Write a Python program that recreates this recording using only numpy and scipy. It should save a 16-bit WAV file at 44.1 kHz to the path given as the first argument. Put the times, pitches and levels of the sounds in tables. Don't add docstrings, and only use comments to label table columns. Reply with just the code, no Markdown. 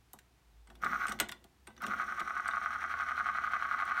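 import sys
import numpy as np
from scipy import signal
from scipy.fft import rfft, irfft
from scipy.io import wavfile

SR = 44100
rng = np.random.default_rng(int(sys.argv[2]) if len(sys.argv) > 2 else 0)


def to_wav(sig):
    pcm = np.clip(np.atleast_2d(sig), -1, 1) * 32767
    pcm = np.round(pcm).astype(np.int16)
    wavfile.write(sys.argv[1], SR, pcm.T)


N = 176400
T = np.arange(N) / SR

# time_s, turns_per_s
TRY_SPEED = [(.8, 10.64), (1.2, 10.64)]
RUN_SPEED = [(1.8, 10.756), (2.25, 10.932), (2.7, 11.106), (3.3, 11.206), (4, 11.312)]
TRY_START_TURNS, RUN_START_TURNS = .835, .012
# time_s, level_db
TRY_LOAD = [(0.798, -29), (0.83, -6.5), (.84, -6), (0.872, 5.5), (0.902, -1.5), (1.06, -1), (1.121, -4),
            (1.145, -27), (1.19, -42)]
RUN_LOAD = [(1.793, -22), (1.829, -4), (2.02, -0.5), (2.071, -5), (2.451, -4), (2.999, -1), (3.5, 0),
            (4, 1)]
# angle_turns, level_db
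WORN_SPOTS = [(.068, -9), (.168, -3), (.226, -11), (.3, -11.5), (.4, -3.5), (.497, 0), (.548, -2.5),
              (.735, -17), (.808, -12.5), (.872, -13.5), (.915, -12)]

def idler(speed, start_turns, load, knock_db=-5, jitter_s=.0003):
    turns, running = rotation(speed, start_turns)
    chatter = amp(-22.5) * crackle(turns, per_s=1100, scatter_db=2.5, swell_db=5)
    knocks = np.zeros(N)
    for angle, db in WORN_SPOTS:
        passes_s = T[1:][np.diff(np.floor(turns - angle)) > 0]
        for start_s, (slip, force) in zip(passes_s, rng.standard_normal((40, 2))):
            scatter_db = 2 * np.clip(force, -2, 1)
            add(knocks, start_s + jitter_s * slip, amp([knock_db + db + scatter_db]))
    return (rubber(knocks) + chatter) * running * amp(curve(load))


def rubber(knocks, cutoff_hz=1850):
    return signal.lfilter(*signal.butter(2, cutoff_hz, fs=SR), knocks)


# start_s, level_db
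JOLTS = [(0.8357, -1), (0.9255, -1.5), (0.9316, -1), (1.0543, -2), (1.935, -5), (1.9979, -4), (2.123, -5),
         (2.2148, -5), (2.2753, -6), (2.3063, -4), (2.3665, -5), (2.3976, -4), (2.4578, -5), (2.4874, 0),
         (2.5354, -4), (2.5691, -2), (2.6147, -7), (2.6598, -1), (2.7055, -8), (2.8404, -3), (2.9394, -3),
         (2.9984, -4), (3.1087, -4), (3.1987, -2), (3.2584, -3), (3.2875, -1), (3.3483, -7), (3.3849, -4),
         (3.4378, -5), (3.5345, -1), (3.5634, -3), (3.6233, -2), (3.7119, -2), (3.8219, -1), (3.9099, -4)]
# frequency_hz, level_db
CHASSIS_TONE = [(30, -52), (60, -57), (200, -32.5), (350, -34), (550, -40), (700, -12), (810, -19.5),
                (880, -12.5), (1000, -22.5), (1130, -.5), (1290, 2.5), (1440, -2), (1560, 1), (1750, -14),
                (2020, -7), (2450, -18.5), (2700, -27), (3200, -27), (4200, -28), (4850, -38.5),
                (5800, -36), (8000, -46), (16000, -50)]

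def drive(duck_before_s=.006, duck_after_s=.002):
    blows = idler(TRY_SPEED, TRY_START_TURNS, TRY_LOAD) + idler(RUN_SPEED, RUN_START_TURNS, RUN_LOAD)
    for start_s, db in JOLTS:
        blows[round((start_s - duck_before_s) * SR):round((start_s + duck_after_s) * SR)] *= .3
        add(blows, start_s, amp(db) * rubber(signal.unit_impulse(SR // 100)))
    poles = signal.iirpeak(1100, Q=1.43, fs=SR)[1]
    chassis = signal.lfilter(poles[::-1], poles, response(CHASSIS_TONE))
    rattle = amp(-2.5) * signal.fftconvolve(blows, chassis)[:N]
    case_ring = reverb(rattle, [(1000, .04)])
    return rattle + amp(-7) * case_ring


# start_s, level_db, tilt_db_per_octave, thump_db, pitch_hz
CLICKS = [(0.1321, -43, 8.5, -51, 11300), (0.1881, -49, 2.5, -85, 1580), (0.6725, -53.5, -8, -62, 8100),
          (0.7011, -50.5, -7, -54.5, 1820), (0.753, -54.5, -2, -61.5, 3520),
          (0.844, -39.5, -1.5, -42, 3700), (1.0682, -40, -1.5, -73, 8900), (1.082, -34.5, -4.5, -44, 8520),
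          (1.094, -39.5, 0, -50, 8500), (1.1203, -33.5, -2.5, -45.5, 5840), (1.189, -40, -4, -60, 2020),
          (1.1996, -22, -4.5, -57, 3460), (1.2003, -22, 5, -34.5, 8230), (1.205, -29, -13, -42, 2020),
          (1.2117, -35, -3, -55.5, 3230), (1.218, -35, -9, -48.5, 2090), (1.2871, -41.5, 3.5, -69, 7940),
          (1.292, -35.5, -4, -53, 3440), (1.3159, -42.5, 7, -81, 8500), (1.3206, -34, -5.5, -54, 3440),
          (1.441, -53.5, 2.5, -59, 3140), (1.67, -49, -2, -52, 8770), (1.6729, -43.5, -9.5, -49.5, 8500),
          (1.704, -51.5, -16, -68, 1114), (1.765, -54, -5.5, -86, 2450), (1.7775, -49.5, -10, -69, 6000),
          (1.819, -46.5, 8, -45, 5430), (1.839, -37, -9, -48, 1960), (1.8652, -36, -2.5, -45, 3330),
          (2.1958, -42.5, -2.5, -55, 3360), (2.202, -37, -5.5, -44.5, 2030), (2.479, -39, -2, -78, 8170),
          (2.51, -39, -14, -89, 3750), (3.8515, -54.5, 3, -75, 8900)]
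# frequency_hz, level_db
SNAP_TONE = [(300, -50), (700, -35), (1100, 2.5), (2000, 3), (3200, 0.5), (4600, -1), (6200, -4),
             (7200, -0.5), (8300, -0.5), (9800, -7), (12000, -5), (16000, -15.5)]
# pitch_hz, level_db, t60_s
LEVER_MODES = [(1578, 2, 0.11), (2050, -0.5, 0.087), (3003, 0.5, 0.072), (3710, -2, 0.12), (6050, -4, 0.05)]

def keys(size=SR // 2):
    out, t = np.zeros(N), T[:size]
    bands_hz = np.arange(300, 16000, 280)
    for start_s, db, tilt_db, thump_db, pitch_hz in CLICKS:
        bands_db = read(SNAP_TONE, bands_hz) + 3.2 * rng.standard_normal(len(bands_hz))
        snap = noise(np.column_stack([bands_hz, bands_db]), size, tilt_db) * strike(size, t60_s=.026)
        part = resonance(rng.standard_normal(size), pitch_hz, width_hz=350) * fade(size, t60_s=.03)
        levers = np.zeros(size)
        for hz, mode_db, t60_s in LEVER_MODES:
            detuned_hz = hz * rng.uniform(.9, 1.03)
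            mode = np.sin(2 * np.pi * (detuned_hz * t + rng.random()))
            levers += amp(mode_db + tilt_db / 2 * np.log2(hz / 5000)) * mode * fade(size, t60_s)
        click = snap + amp(-5) * part + amp(-19.5) * levers
        add(out, start_s, amp(db) * click + amp(thump_db) * case_thump(size))
    return out


# frequency_hz, level_db
THUMP_TONE = [(30, -47), (60, -30), (130, -3), (175, -5), (205, 7), (275, -9), (360, 3), (440, -8),
              (560, -14.5), (700, 3), (820, -3), (1100, -5.5), (2500, -37)]

def case_thump(size):
    boom = noise(THUMP_TONE, size) * strike(size, t60_s=.12)
    lag_cycles = 3.5 * np.log(np.fft.rfftfreq(size, 1 / SR) + 60)
    return irfft(rfft(boom) * np.exp(-2j * np.pi * lag_cycles), size)


# pitch_hz, width_hz, level_db
PATH_RESONANCES = [(5784, 660, -5), (6260, 300, -12), (8500, 330, -14.5), (9420, 390, -16)]
# frequency_hz, level_db
SWISH_TONE = [(1500, -23), (2700, -6.5), (3200, 8), (3650, -26.5), (4200, -1.5), (4650, -24.5),
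              (8000, -24.5)]
HISS_TONE = [(1500, 15), (4000, 6.5), (4900, -1), (6400, -6.5), (7200, 5), (7700, -15), (9000, -10.5),
             (10300, -9.5), (13500, -7.5), (16000, -18.5)]
# time_s, level_db
HISS_FADER = [(.805, -110), (.82, -56), (.86, -58.5), (1.11, -59), (1.17, -69), (1.2, -110), (1.79, -110),
              (1.825, -60), (1.95, -62), (2.3, -63), (4, -66)]
# time_s, level_db
SIZZLE_FADER = [(1.85, -11), (2.5, -21)]

def tape(motor_per_turn=3.55):
    turns, running = rotation(RUN_SPEED, RUN_START_TURNS)
    motor_db = 4 * np.cos(2 * np.pi * (motor_per_turn * turns + .654))
    grit = crackle(turns, per_s=1000, scatter_db=3, swell_db=1.5) * amp(motor_db)
    rattle = sum(amp(db) * resonance(grit, hz, width_hz) for hz, width_hz, db in PATH_RESONANCES)
    reel_grit = crackle(turns, per_s=1000, scatter_db=3, swell_db=4.5)
    swish = unit(signal.fftconvolve(reel_grit, response(SWISH_TONE))[:N])
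    swish *= running * amp(-64.5 + curve(RUN_LOAD))
    sizzle = resonance(rng.standard_normal(N), hz=14460, width_hz=600) * amp(curve(SIZZLE_FADER))
    return (rattle + noise(HISS_TONE) + sizzle) * amp(curve(HISS_FADER)) + swish


# frequency_hz, level_db
RUMBLE_TONE = [(30, -48), (60, -23), (100, -3.5), (150, -11), (175, 1.5), (203, 5.5), (240, 3), (280, 3),
               (320, -10), (362, 7.5), (430, -49), (480, 0.5), (560, -10), (800, -9), (2000, -64)]
# time_s, level_db
RUMBLE_FADER = [(.62, -103), (.7, -66.5), (.8, -67), (.85, -48), (1.02, -63.5), (1.16, -54), (1.26, -59),
                (1.42, -71), (1.6, -88), (1.7, -70), (1.78, -64.5), (1.87, -51.5), (2.1, -63), (2.22, -62),
                (2.3, -67), (4, -65)]

def rumble():
    return noise(RUMBLE_TONE) * amp(curve(RUMBLE_FADER))


# time_s, pitch_hz, level_db
DRONE = [(.35, 49.6, -85), (.48, 53.3, -67), (.57, 53.7, -58.5), (.73, 55, -60), (1.3, 57, -64),
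         (1.5, 62.6, -69.5), (1.86, 71.8, -69), (2.42, 70.4, -68), (2.75, 76, -64), (3.13, 76.7, -63),
         (4, 75.6, -68.5)]
# frequency_hz, level_db
AIR_TONE = [(15, -39), (25, -13), (108, -2.5), (270, -12.5), (394, -11), (531, -19.5), (575, -21.5),
            (677, -14.5), (3340, -22.5), (16000, -33.5)]

def background(mains_hz=60.7):
    drone = amp(curve(DRONE, column=2)) * np.sin(2 * np.pi * np.cumsum(curve(DRONE)) / SR)
    hum = amp(-72.5) * np.sin(2 * np.pi * mains_hz * T)
    return np.sqrt(2) * (drone + hum) + amp(-70) * noise(AIR_TONE)


def rotation(speed, start_turns):
    running = (T >= speed[0][0]) & (T <= speed[-1][0])
    return start_turns + np.cumsum(curve(speed) * running) / SR, running


def crackle(turns, per_s, scatter_db, swell_db, peak_turns=.22):
    level_db = scatter_db * np.clip(rng.standard_normal(N), -2, 2)
    level_db += swell_db * np.cos(2 * np.pi * (turns - peak_turns))
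    return amp(level_db) * rng.choice([-1, 1], N) * (rng.random(N) < per_s / SR)


def resonance(x, hz, width_hz):
    band = signal.iirpeak(hz, hz / width_hz, SR)
    return unit(signal.lfilter(*band, signal.lfilter(*band, x)))


def noise(tone, size=N, tilt_db=0):
    hz = np.fft.rfftfreq(size, 1 / SR)
    colour = amp(read(tone, hz) + tilt_db * np.log2((hz + 300) / 5000))
    return unit(irfft(rfft(rng.standard_normal(size)) * colour, size))


def response(tone, size=4096):
    log_gain = np.log(amp(read(tone, abs(np.fft.fftfreq(size, 1 / SR)))))
    spectrum = np.exp(np.conj(signal.hilbert(log_gain)))
    impulse = np.fft.ifft(spectrum).real[:size // 2]
    return impulse / np.linalg.norm(impulse)


def reverb(x, t60s, size=SR // 2):
    hz, t, bands = signal.stft(rng.choice([-1., 1.], size), SR, nperseg=128)
    decay = np.exp(-np.log(1000) * t / read(t60s, hz)[:, None])
    tail = signal.istft(bands * decay, SR, nperseg=128)[1]
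    tail[:SR // 400] = 0
    return signal.fftconvolve(x, tail / np.linalg.norm(tail))[:N]


def fade(size, t60_s):
    return np.exp(-np.log(1000) * np.arange(size) / SR / t60_s)


def strike(size, t60_s, attack_s=.004):
    return fade(size, t60_s) * (1 - fade(size, attack_s))


def amp(db):
    return 10 ** (np.asarray(db) / 20)


def unit(x):
    return x / np.sqrt(np.mean(x ** 2) + 1e-20)


def read(points, hz):
    table_hz, values = np.transpose(points)
    return np.interp(np.log(hz + 1), np.log(table_hz), values)


def curve(points, column=1):
    columns = np.transpose(points)
    return np.interp(T, columns[0], columns[column])


def add(mix, start_s, sound):
    part = mix[max(round(start_s * SR), 0):][:len(sound)]
    part += sound[:len(part)]


# frequency_hz, t60_s
ROOM_DECAY = [(200, 0.26), (1500, 0.27), (6000, 0.17), (16000, 0.083)]

def scene():
    deck = drive() + tape() + rumble() + keys()
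    return (deck + amp(-13) * reverb(deck, ROOM_DECAY) + background())[None]


def record(dry, cutoff_hz=16050):
    lowpass = signal.firwin(511, cutoff_hz, window=("kaiser", 9), fs=SR)
    return signal.oaconvolve(dry, lowpass[None], "same")


dry = scene()
out = record(dry)
to_wav(out)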